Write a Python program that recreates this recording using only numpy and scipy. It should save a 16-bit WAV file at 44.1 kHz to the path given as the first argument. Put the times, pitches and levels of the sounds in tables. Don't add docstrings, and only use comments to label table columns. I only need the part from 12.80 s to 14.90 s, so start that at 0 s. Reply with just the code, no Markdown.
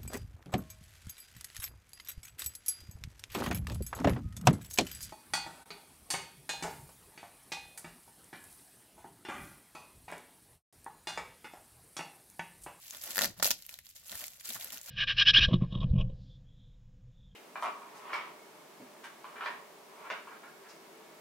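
import sys
import numpy as np
from scipy import signal
from scipy.fft import rfft, irfft, next_fast_len
from scipy.io import wavfile
from scipy.ndimage import map_coordinates

SR = 44100
rng = np.random.default_rng(int(sys.argv[2]) if len(sys.argv) > 2 else 0)


def inscribe(sig):
    pcm = np.round(np.clip(np.atleast_2d(sig).T, -1, 1) * 32767)
    wavfile.write(sys.argv[1], SR, pcm.astype(np.int16))


N = 92610

# (frequency [Hz], relative level [dB])
FILM_TONE = [(200, -21), (900, -14), (2000, -3.5), (5800, -0.5), (7500, 1), (8800, -5), (12500, 4.5),
             (16000, -1.5)]


def amp(db):
    return 10 ** (np.asarray(db) / 20)


def unit(x):
    return x / np.sqrt(np.mean(x ** 2) + 1e-20)


def along(points, hz):
    f, v = np.transpose(points)
    return np.interp(np.log(hz + 1), np.log(f + 1), v)


def filtered(x, response):
    padded = next_fast_len(N + SR // 2)
    hz = np.fft.rfftfreq(padded, 1 / SR)
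    return irfft(rfft(x, padded) * response(hz), padded)[..., :N]


def convolved(x, kernel):
    return signal.fftconvolve(x, np.atleast_2d(kernel), axes=1)[:, :N]


def coloured(x, points, size=4096):
    hz = np.fft.rfftfreq(size, 1 / SR)
    cepstrum = irfft(np.log(unit(amp(along(points, hz)))))
    cepstrum[1:size // 2] *= 2
    cepstrum[size // 2 + 1:] = 0
    return convolved(x, irfft(np.exp(rfft(cepstrum))))


def resonance(x, hz, q):
    b, a = signal.iirpeak(hz, q, SR)
    return signal.lfilter(b, a, x)


def wobble(rate):
    points = rng.standard_normal(int(N * rate / SR) + 2)
    return map_coordinates(points, [np.arange(N) * rate / SR])


def burst(decay, size=2048, count=4):
    rise_s = 0.00042
    t = np.arange(1, size + 1) / SR
    fade = amp(-60 * t / decay) * (1 - np.exp(-t / rise_s))
    x = rng.standard_normal((2, size)) * fade
    for _ in range(count):
        flat = irfft(np.exp(1j * np.angle(rfft(x))))
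        x = flat * np.sqrt(fade)
    return x / np.linalg.norm(x, axis=1, keepdims=True)


def ringing(decay, hz, ring_db, q):
    crack = burst(decay)
    return crack + amp(ring_db) * resonance(crack, hz, q)


def add(out, s, db, sound):
    part = out[:, int(s * SR):][:, :sound.shape[1]]
    scaled = sound * amp(db) * np.sqrt(2 * SR / 100) / np.linalg.norm(sound)
    part += scaled[:, :part.shape[1]]


def quiet_floor():
    # (frequency [Hz], relative level [dB])
    floor_tone = [(20, -11.5), (80, 1), (200, -10), (600, -35.5), (4000, -15.5), (16000, -31)]
    return amp(-70.5) * unit(coloured(rng.standard_normal((2, N)), floor_tone))


def grip():
    # (time [s], relative level [dB], centre pitch [Hz])
    rub_course = [(0.38, -82, 300.4), (0.42, -53.5, 242), (0.457, -50, 210.4), (0.486, -70, 120.6),
                  (0.55, -67, 79.5), (0.585, -54.5, 139.2), (0.65, -62, 128.7), (0.75, -76, 107),
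                  (0.785, -110, 90)]
    wobble_rate = 130
    s, db, hz = np.transpose(rub_course)
    t = np.arange(N) / SR
    phase = 2 * np.pi * np.cumsum(np.interp(t, s, hz)) / SR
    rub = [wobble(wobble_rate) * np.cos(phase) + wobble(wobble_rate) * np.sin(phase) for _ in range(2)]
    return amp(np.interp(t, s, db)) * np.array(rub)


def hands():
    # (time of the middle [s], level [dB], pitch [Hz])
    bumps = [(0.302, -60, 295), (0.468, -57.5, 84.5), (0.505, -52.5, 151), (1.332, -61.5, 196),
             (1.356, -60.5, 86), (1.704, -56.5, 235), (1.769, -59.5, 150), (1.947, -64.5, 186)]
    width_s, q = 0.014, 1
    t = np.arange(N) / SR
    out = np.zeros((2, N))
    for s, db, hz in bumps:
        bell = np.exp(-((t - s) / width_s) ** 2 / 2)
        low_noise = resonance(resonance(rng.standard_normal((2, N)), hz, q), hz, q)
        thud = bell * low_noise
        out += amp(db) * thud * np.linalg.norm(bell) / np.linalg.norm(thud, axis=1, keepdims=True)
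    return out


def grains(low_hz, high_hz, count=16):
    grains_per_s, spread_db = 1500, 5
    clusters_per_s, cluster_db, facet_drift_db = 90, 2, 3.5
    ring_db, rustle_db = 9.5, -7
    out = np.zeros((2, N))
    for hz in np.geomspace(low_hz, high_hz, count):
        spread = spread_db * np.clip(rng.standard_normal(N), -2, 2)
        size = amp(spread + facet_drift_db * wobble(clusters_per_s))
        hits = size * (rng.random(N) < grains_per_s / count / SR)
        crack = ringing(0.0026, hz, ring_db, q=4.25)
        out += convolved(np.array([hits, hits]), crack)
    clustered = unit(out * amp(cluster_db * wobble(clusters_per_s)))
    return clustered + amp(rustle_db) * rng.standard_normal((2, N))


def crinkling():
    # (time [s], length [s], relative crinkle level [dB],
    # relative level of the rubbing on the case [dB])
    strokes = [(0, 0.39, -50.5, -69.5), (0.122, 0.029, -47, -54.5), (0.211, 0.22, -45, -53.5),
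               (0.387, 0.047, -40, -44.5), (0.566, 0.013, -55.5, -57), (0.628, 0.029, -33, -52),
               (0.74, 0.084, -55.5, -75.5), (0.882, 0.051, -54, -65), (1.033, 0.069, -59.5, -86),
               (1.151, 0.0093, -52.5, -69.5), (1.202, 0.066, -59.5, -74), (1.253, 0.018, -51, -67.5),
               (1.287, 0.16, -46.5, -57), (1.322, 0.0079, -49.5, -50), (1.472, 0.23, -58, -70.5),
               (1.642, 0.03, -41, -58.5), (1.684, 0.033, -43, -53.5), (1.744, 0.0034, -41, -50.5),
               (1.785, 0.091, -48, -55), (1.918, 0.022, -45, -53.5), (2.044, 0.13, -46, -59)]
    rise_share, release_s = 0.49, 0.041
    knock_db = -4.5
    t = np.arange(N) / SR
    crinkle, rub = np.zeros((2, N))
    for s, length, crinkle_db, rub_db in strokes:
        rise = np.clip((t - s) / (rise_share * length) + .5, 0, 1)
        shape = rise * np.exp(-np.maximum(t - s - length, 0) / release_s)
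        crinkle = np.maximum(crinkle, amp(crinkle_db) * shape)
        rub = np.maximum(rub, amp(rub_db) * shape)
    film = coloured(crinkle * grains(2100, 12800), FILM_TONE)
    push = amp(knock_db) * rub * grains(592, 2560, count=6)
    return film, push


def popping():
    # (time [s], relative level [dB], pitch of the crease [Hz])
    creases = [(0.108, -34.5, 6500), (0.1478, -38, 3460), (0.238, -33.5, 11100), (0.278, -45, 12600),
               (0.3478, -39.5, 12100), (0.8232, -43.5, 4400), (0.8508, -48, 2890), (0.8644, -40.5, 13000),
               (0.8922, -35.5, 2500), (0.941, -36.5, 3840), (0.9886, -37, 1930), (1.0575, -49, 11800),
               (1.067, -43.5, 4470), (1.0903, -47, 7400), (1.1637, -47.5, 6800), (1.2958, -37, 3500),
               (1.3172, -33.5, 4060), (1.416, -37, 2040), (1.4406, -31, 2130), (1.4811, -36, 7900),
               (1.519, -48.5, 7140), (1.5343, -47, 2610), (1.6095, -41, 1900), (1.7036, -31.5, 3700),
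               (1.8104, -34.5, 3500), (1.8447, -33.5, 11900), (1.9041, -37, 3040), (1.9735, -36, 2820),
               (1.9804, -39.5, 6200), (2.0141, -39, 7600)]
    pop_db, knock_db = -9, -22.5
    film = np.zeros((2, N))
    for s, db, hz in creases:
        add(film, s, db + pop_db, ringing(0.0058, hz, ring_db=10, q=4.5))
    return coloured(film, FILM_TONE), amp(knock_db) * film


def tearing():
    # (time [s], crack level before colouring [dB], push on the case before its answer [dB],
    # decay setting [s], pitch of the taut film [Hz], pitch of the freed flap [Hz])
    snaps = [(0.3579, -38, -48, 0.0056, 1900, 12000), (0.369, -36.5, -43.5, 0.02, 1550, 12800),
             (0.3801, -34, -34.5, 0.0046, 1800, 13000), (0.3903, -30, -35, 0.0051, 1920, 7300),
             (0.4105, -36, -37.5, 0.0088, 1610, 7000), (0.4183, -29, -40.5, 0.0084, 750, 4000),
             (0.4245, -40, -40.5, 0.0069, 590, 5800), (0.4309, -35, -55, 0.029, 1500, 4100),
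             (0.4348, -32.5, -40.5, 0.057, 690, 4500), (0.4441, -32.5, -35.5, 0.0072, 2170, 5500),
             (0.4508, -37.5, -37.5, 0.014, 2300, 12300), (0.456, -34.5, -53, 0.013, 706, 4400),
             (0.598, -53, -45.5, 0.031, 750, 6000), (0.6025, -55, -55, 0.013, 706, 6000),
             (0.6253, -32.5, -32.5, 0.018, 1210, 11000), (0.6278, -29.5, -42.5, 0.022, 1260, 7460),
             (0.6446, -27, -47, 0.0095, 1250, 4600), (0.6557, -32.5, -39, 0.0058, 616, 5000),
             (0.6645, -31.5, -59, 0.025, 600, 6700), (0.673, -33, -43, 0.03, 610, 12300),
             (0.706, -28, -38, 0.02, 2870, 6300), (0.712, -27.5, -46.5, 0.034, 930, 5300)]
    # (frequency [Hz], relative level [dB])
    snap_tone = [(300, -7), (1200, -15), (2500, 8), (4500, 6.5), (7400, 8), (9000, 3.5), (12500, 11),
                 (16000, 3.5)]
    film, push = np.zeros((2, 2, N))
    for s, crack_db, knock_db, decay, taut_hz, flap_hz in snaps:
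        add(film, s, crack_db, ringing(decay, flap_hz, ring_db=6, q=5))
        add(push, s, knock_db, ringing(decay, taut_hz, ring_db=6, q=3.9))
    return coloured(film, snap_tone), push


def case(push):
    # (frequency [Hz], relative level [dB])
    case_tones = [(595, -11.5), (700, -14), (1430, 7.5), (1770, -15), (1830, 0.5), (1950, 4)]
    # (frequency [Hz], relative level [dB])
    knock_tone = [(70, -24.5), (190, 2), (380, -0.5), (630, 7), (1050, 0.5), (1400, 3), (1850, 5),
                  (2400, -4), (5000, 5), (16000, -51.5)]
    ring_db, t60 = -16, 0.12
    t = np.arange(SR // 2) / SR
    ring = sum(amp(db - 60 * t / t60) * np.sin(2 * np.pi * hz * t) for hz, db in case_tones)
    knock = coloured(push, knock_tone)
    return knock + amp(ring_db) * convolved(push, ring / np.linalg.norm(ring))


def room(x):
    # (frequency [Hz], time to fade by 60 dB [s])
    tail_fading = [(150, 0.4), (550, 0.22), (1400, 0.082), (4000, 0.2), (15000, 0.069)]
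    tail_db, table_db, table_t60, gap_s = -10.5, -9.5, 0.0092, .002
    hz, t, z = signal.stft(rng.standard_normal((2, SR // 2)), SR, nperseg=256)
    fade = amp(-60 * t / along(tail_fading, hz)[:, None])
    tail = signal.istft(z * fade, SR, nperseg=256)[1]
    table_fade = amp(-60 * np.arange(tail.shape[1]) / SR / table_t60)
    early = rng.standard_normal(tail.shape) ** 3 * table_fade
    parts = [(tail_db, tail), (table_db, early)]
    answer = sum(amp(db) * r / np.linalg.norm(r, axis=1, keepdims=True) for db, r in parts)
    return convolved(x, np.pad(answer, ((0, 0), (int(gap_s * SR), 0))))


def alternating_room(x, count=4):
    turn = np.arange(N) // 1024 % count
    return sum(room(x * (turn == k)) for k in range(count))


def ports(pair):
    # (frequency [Hz], left-right likeness [0 to 1])
    likeness = [(200, 0.83), (1400, 0.6), (5000, 0.03)]
    # (frequency [Hz], left over right [dB])
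    left_over_right = [(100, 0.5), (1300, 2.5), (3000, 1.5), (9000, -0.5)]
    left_lag_s = .00002

    def shares(hz):
        angle = np.arccos(np.clip(along(likeness, hz), -1, 1)) / 2
        return np.array([np.cos(angle), np.sin(angle)])

    def lean(hz):
        left = amp(along(left_over_right, hz) / 2) * np.exp(-1j * np.pi * hz * left_lag_s)
        return np.array([left, 1 / left])

    mid, side = filtered(pair, shares)
    return filtered(np.array([mid + side, mid - side]), lean)


def scene():
    films, pushes = zip(crinkling(), popping(), tearing())
    near = sum(films) + case(sum(pushes))
    return ports(quiet_floor() + grip() + hands() + near + alternating_room(near))


def record(dry):
    return filtered(dry, lambda hz: hz < 16050)


dry = scene()
out = record(dry)
inscribe(out)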